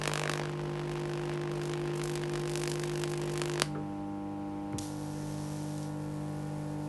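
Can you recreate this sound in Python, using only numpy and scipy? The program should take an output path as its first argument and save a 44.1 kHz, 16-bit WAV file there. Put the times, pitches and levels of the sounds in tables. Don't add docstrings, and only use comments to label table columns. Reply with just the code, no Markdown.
import sys
import numpy as np
from scipy import signal
from scipy.fft import rfft, irfft
from scipy.io import wavfile
from scipy.ndimage import uniform_filter1d

SR = 44100
rng = np.random.default_rng(int(sys.argv[2]) if len(sys.argv) > 2 else 0)


def dump(signal):
    limited = np.clip(np.atleast_2d(signal).T, -1, 1)
    pcm = np.round(limited * 32767).astype(np.int16)
    wavfile.write(sys.argv[1], SR, pcm)


N = 303408
T = np.arange(N) / SR
MAINS_HZ = 49.975
ARC_OUT_S, STEAM_ON_S, STEAM_OFF_S = 3.625, 4.79, 5.88
SOFT_DB, SOFT_PHASE = -20, .732

# t/s, relative level/dB, tilt/(dB per octave)
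ARC_CONTOUR = [(0, -11, -3), (0.15, -8.5, -1.8), (0.4, -11, -3.5), (0.52, -22.5, -6.5), (0.72, -21.5, -6.5),
               (1.07, -20, -3.5), (1.5, -19.5, -6), (1.67, -19.5, -0.5), (1.85, -21, -6.5),
               (2.07, -19.5, 1), (2.25, -22, -1.5), (2.45, -18.5, -1.5), (2.56, -21, 2.5), (2.8, -20, -0.5),
               (3.3, -21.5, -0.1), (3.55, -16, -2)]
# t/s, relative level/dB, tilt/(dB per octave), spatter/dB
ACCENT_CRACKS = [(0.0363, -9, -0.5, -4), (0.0763, -2, 1.5, 3), (0.1361, -6.5, 1, -9),
                 (0.1958, -8.5, -0.3, -5), (0.2563, -7.5, -4, -4), (0.2958, -4, -2, -1),
                 (1.2953, -13.5, -4, -10), (1.7361, -13, 0, -4), (2.0161, -13, -1.5, -9),
                 (2.1556, -13, 3, -1), (2.2361, -12.5, -4, -3), (2.356, -13, -1, -6),
                 (2.5561, -10, 2.5, -14), (2.5754, -14, 4, -15), (2.636, -11, 1.5, -13),
                 (2.6762, -9.5, 0.5, -5), (2.7167, -11.5, 2.5, -5), (2.8364, -12, -0.3, -9),
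                 (3.0369, -8, 0, -5), (3.1363, -14, -1, -4), (3.3766, -12.5, 2.1, -12),
                 (3.4172, -6.5, 0, -4), (3.497, -11.5, -2.5, -8), (3.598, -6.5, 0.5, -9),
                 (3.6196, 3, 0.4, -11)]
def arc_strikes(buzz_gain_db=2, accent_gain_db=1, extra_tilt=.93, size=2048):
    cycles = np.arange(int(ARC_OUT_S * MAINS_HZ))
    levels, tilts = curve(ARC_CONTOUR, (cycles + SOFT_PHASE) / MAINS_HZ)
    kick, tilt_jitter, spatter_jitter = rng.standard_normal((len(cycles), 3)).T
    force = np.clip(kick - .35 * np.roll(kick, 1), -2, 1)
    scatter_db = 1.74 + .65 * cycles / MAINS_HZ
    levels = levels + scatter_db * force
    times = (cycles + breakdown_phase(levels)) / MAINS_HZ
    spatters = -5.5 - 2 * force + 1.6 * spatter_jitter
    buzz = np.column_stack([times, levels + buzz_gain_db, tilts + 1.3 * tilt_jitter, spatters])
    accents = np.array(ACCENT_CRACKS) + [0, accent_gain_db, 0, 0]
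    clear_of_accents = np.abs(times[:, None] - accents[:, 0]).min(axis=1) > .5 / MAINS_HZ
    out = np.zeros(N + size)
    for at_s, db, tilt, spatter_db in np.vstack([buzz[clear_of_accents], accents]):
        start = int(at_s * SR)
        out[start:start + size] += amp(db) * crack(tilt + extra_tilt, spatter_db, size)
    return out[size // 8:][:N]


def breakdown_phase(level_db):
    return SOFT_PHASE + .0065 * (level_db - SOFT_DB)


# f/Hz, gain/dB
CRACK_EQ = [(80, -28), (200, 1), (500, 0), (800, -1.5), (1200, 0.5), (1400, -1.5), (1650, 1.5), (2050, -4),
            (2600, -3), (3700, -7.5), (4800, -8), (6500, -11), (9000, -14), (11000, -19)]
def crack(tilt, spatter_db, size, spatter_s=.003, path_db=1.2):
    hz = np.fft.rfftfreq(size, 1 / SR) + 1
    age = np.arange(size) / SR
    path = np.interp(np.log(hz), np.linspace(np.log(500), np.log(12000), 14), rng.standard_normal(14))
    treble_octaves = np.log2(np.maximum(hz, 1200) / 1200)
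    gain = colour(CRACK_EQ, hz) * amp(tilt * treble_octaves + path_db * path) * (hz < SR / 3)
    spatter = rng.standard_normal(size) ** 3 * np.exp(-age / spatter_s)
    branches = 1 + amp(spatter_db) * rfft(spatter) / np.linalg.norm(spatter)
    lag = hz ** (-2j * np.pi * .8)
    pulse = np.roll(irfft(gain * branches * lag), size // 8)
    return pulse / np.linalg.norm(pulse)


# f/Hz, relative level/dB
SIZZLE_EQ = [(500, -20), (1500, -4), (3000, -2), (5000, 2), (8000, 3.5), (11000, 1.5)]
# f/Hz, relative level/dB
FLAME_EQ = [(60, -7), (150, 6), (400, 11.5), (700, 3), (1300, 1), (2000, -2.5), (2900, -1.5), (3700, -13.5),
            (5000, -8.5), (7000, -18.5), (11000, -23)]
def burning(sizzle_db=-50, flame_db=-50.5, tick_db=-66.5, sizzle_s=.0024):
    level_db, tilt = curve(ARC_CONTOUR)
    since_strike = (T - breakdown_phase(level_db) / MAINS_HZ) % (1 / MAINS_HZ)
    burst = unit(since_strike / sizzle_s * np.exp(-since_strike / sizzle_s) + .038)
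    sizzle = unit(noise(SIZZLE_EQ) * burst * amp(3 * walk(900) + 3.5 * walk(50)))
    flame = unit(noise(FLAME_EQ) * (1 + 1.3 * burst) * amp(1.8 * walk(30.2)))
    tick = unit(noise(FLAME_EQ) * np.exp(-((since_strike - .0148) / .00054) ** 2))
    sap = sizzle * amp(sizzle_db + 2.15 * tilt)
    fire = (flame * amp(flame_db) + tick * amp(tick_db)) * amp(.02 * (level_db - SOFT_DB))
    return (sap + fire) * (1 - switch(ARC_OUT_S + .029, .06))


def embers(per_s=500, spread_db=5, level_db=-56.5):
    ticks = (rng.random(N) < per_s / SR) * np.sign(rng.standard_normal(N))
    ticks *= amp(spread_db * np.minimum(rng.exponential(size=N), 3.5))
    wood = resonate(ticks, 1860, 900) + resonate(ticks, 2640, 1400)
    return unit(resonate(wood, 2300, 4200)) * amp(level_db) * (1 - switch(ARC_OUT_S, .02))


# mains harmonic, level/dB
ARC_HUM = [(1, -59.5), (2, -66.5), (4, -52.5), (5, -54.5), (6, -53.5), (8, -66), (9, -50.5), (10, -60),
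           (11, -58), (12, -57), (13, -63), (15, -59), (16, -59), (17, -58.5), (18, -59.5), (19, -59.5),
           (20, -80), (21, -57.5)]
IDLE_HUM = [(2, -53), (4, -46), (6, -40.5), (7, -56), (8, -74.5), (9, -76.5), (10, -71), (12, -54),
            (14, -64), (15, -76.5), (16, -49.5), (18, -55.5), (20, -59.5), (22, -63), (24, -76), (25, -79),
            (26, -69), (28, -68), (30, -80)]
DAMP_HUM = [(2, -52), (4, -48.5), (5, -61), (6, -42.5), (7, -60.5), (8, -65), (9, -60), (10, -63),
            (11, -60.5), (12, -53.5), (13, -86), (14, -64), (15, -61.5), (16, -58), (17, -61.5),
            (18, -59.5), (19, -63), (20, -64.5), (21, -74), (22, -64.5), (24, -71), (27, -71), (28, -69.5),
            (29, -68), (33, -74.5), (35, -74), (36, -70.5)]
def transformer(third_arc_db=-39, third_idle_db=-52.5, third_damp_db=-42.5, flame_rise_s=.45):
    idling, damp, unload = switch(3.66, .047), switch(4.84, .039), switch(3.82, .12)
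    reload = 1 - np.exp(-np.maximum(T - STEAM_ON_S, 0) / .24)
    current = amp(third_arc_db) * (1 - unload) + amp(third_idle_db) * unload + amp(third_damp_db) * reload
    third = hum([(3, 0)], waver_db=.25, spread_rad=.5) * current
    swell = amp(-13 * np.exp(-T / flame_rise_s))
    seventh = hum([(7, -37.5)], waver_db=.3, spread_rad=1) * swell
    arcing = (hum(ARC_HUM, waver_db=.7, spread_rad=2.03) + seventh) * (1 - switch(ARC_OUT_S, .024))
    idle = hum(IDLE_HUM, waver_db=.3, spread_rad=1.18) * idling * (1 - damp)
    boiling = sum(hum([(k, db)], waver_db=min(.12 * k, 2), spread_rad=.98) for k, db in DAMP_HUM)
    return third + arcing + idle + boiling * damp


def hum(harmonics, waver_db, spread_rad):
    out = np.zeros(N)
    for k, db in harmonics:
        phase = 2 * np.pi * k * MAINS_HZ * T + spread_rad * rng.standard_normal()
        out += np.sqrt(2) * amp(db + waver_db * walk(12)) * np.cos(phase)
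    return out


# t/s, level/dB, start f/Hz, end f/Hz, decay/s
SURGE_THUMPS = [(4.735, -27.5, 212, 65, 0.019), (4.784, -36, 170, 90, .03)]
def casing_thumps(glide_s=.013):
    out = np.zeros(N)
    for at_s, db, start_hz, end_hz, decay_s in SURGE_THUMPS:
        age = np.maximum(T - at_s, 0)
        turns = end_hz * age + (start_hz - end_hz) * glide_s * (1 - np.exp(-age / glide_s))
        envelope = np.exp(-age / decay_s) * (1 - np.exp(-age * start_hz))
        out += amp(db) * np.sin(2 * np.pi * turns) * envelope
    return out


# t/s, level/dB, centre f/Hz, width/Hz, decay/s
LOAD_KNOCKS = [(3.75, -41.5, 1340, 453, 0.016), (3.752, -38.5, 437, 120, 0.037),
               (4.735, -34.5, 249, 250, 0.025)]
def load_knocks():
    return bursts(LOAD_KNOCKS)


# f/Hz, relative level/dB
STEAM_EQ = [(500, -13), (900, -7), (1500, -3), (2000, -7), (2700, -4), (3500, -1), (5000, 0.5), (7000, 0),
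            (11000, -0.5)]
def steam(spurt_db=-46.5, boil_db=-56.5, simmer_db=-58, jet_db=-62, spurt_peak_s=.032):
    rise = np.maximum(T - STEAM_ON_S, 0) / spurt_peak_s
    onset = 1 - np.exp(-rise)
    spurt = (rise * np.exp(1 - rise)) ** 2
    boil = onset * (1 - switch(STEAM_OFF_S, .035)) * amp(1.4 * walk(9))
    fizz = unit(noise(STEAM_EQ) * amp(1.6 * walk(1500) + .5 * walk(19)))
    jet = unit(noise_band(N, hz=5800, width_hz=1200))
    flow = amp(spurt_db) * spurt + amp(boil_db) * boil + amp(simmer_db) * onset
    throb = 1 + .14 * np.cos(4 * np.pi * MAINS_HZ * T)
    return (fizz * flow + jet * amp(jet_db) * (boil + spurt)) * throb


# t/s, level/dB, centre f/Hz, width/Hz, decay/s
STEAM_SPITS = [(4.7255, -48, 8000, 7000, .001), (4.7315, -37.5, 1580, 900, 0.0021),
               (4.7835, -46, 1900, 1600, 0.0052), (4.7838, -36.5, 3500, 990, 0.0025),
               (4.7838, -31, 7000, 7140, 0.0038), (4.789, -31.5, 5640, 4000, .003),
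               (5.779, -42.5, 6000, 7000, .003), (5.829, -44, 6040, 7000, .003)]
def steam_spits():
    return bursts(STEAM_SPITS)


# f/Hz, density/(dB per Hz)
ROOM_TONE = [(20, -92), (32, -100), (44, -71), (70, -77), (125, -79), (270, -80), (420, -82), (600, -82.5),
             (900, -89), (1300, -92), (1800, -93.5), (2700, -96.5), (3600, -103), (5000, -105),
             (8000, -109), (11000, -110)]
def workshop(fan_hz=487, fan_db=-55):
    fan_phase = 2 * np.pi * np.cumsum(fan_hz * (1 + .00234 * walk(5))) / SR
    air = noise(ROOM_TONE) * amp(.68 * walk(6))
    fan = np.sqrt(2) * amp(fan_db + 1.3 * walk(6)) * np.sin(fan_phase)
    return air + fan


def room(x, tail_db, t60_s, predelay_s=.005):
    age = np.arange(SR // 2) / SR
    tail = rng.standard_normal(len(age)) * amp(-60 * age / t60_s) * (age > predelay_s)
    return x + amp(tail_db) * signal.fftconvolve(x, tail / np.linalg.norm(tail))[:N]


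def bursts(table):
    out = np.zeros(N)
    age = np.arange(SR // 3) / SR
    for at_s, db, hz, width_hz, decay_s in table:
        ring = noise_band(SR, hz, width_hz)[-len(age):]
        envelope = np.exp(-age / decay_s) * (1 - np.exp(-age * hz))
        start = int(at_s * SR)
        out[start:start + len(age)] += amp(db) * unit(ring * envelope) * np.sqrt(np.mean(envelope ** 2))
    return out


def noise(points):
    gain = colour(points, np.fft.rfftfreq(N, 1 / SR))
    return irfft(rfft(rng.standard_normal(N)) * gain, N) * np.sqrt(SR / 2)


def noise_band(size, hz, width_hz):
    return resonate(resonate(rng.standard_normal(size), hz, width_hz), hz, width_hz)


def resonate(x, hz, width_hz):
    return signal.lfilter(*signal.iirpeak(hz, hz / width_hz, fs=SR), x)


def colour(points, hz):
    f, db = np.transpose(points)
    return amp(np.interp(np.log(hz + 1), np.log(f), db))


def curve(table, t=T):
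    times, *columns = np.transpose(table)
    return [np.interp(t, times, column) for column in columns]


def walk(per_s):
    hold = max(int(SR / per_s), 1)
    steps = np.repeat(rng.standard_normal(N // hold + 1), hold)
    return unit(uniform_filter1d(uniform_filter1d(steps, hold), hold)[:N])


def switch(at_s, over_s):
    return .5 + .5 * np.tanh((T - at_s) / over_s)


def unit(x):
    return x / np.sqrt(np.mean(x ** 2))


def amp(db):
    return np.exp(np.asarray(db) * (np.log(10) / 20))


def scene():
    arc = room(arc_strikes(), tail_db=-15, t60_s=.25)
    fire = burning() + embers()
    hiss = steam() + steam_spits()
    supply = transformer() + casing_thumps() + load_knocks()
    return (arc + fire + supply + hiss + workshop())[None]


def record(dry):
    lowpass = signal.firwin(201, cutoff=11780, fs=SR, window=("kaiser", 9))
    return signal.fftconvolve(dry, lowpass[None], "same")


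dry = scene()
out = record(dry)
dump(out)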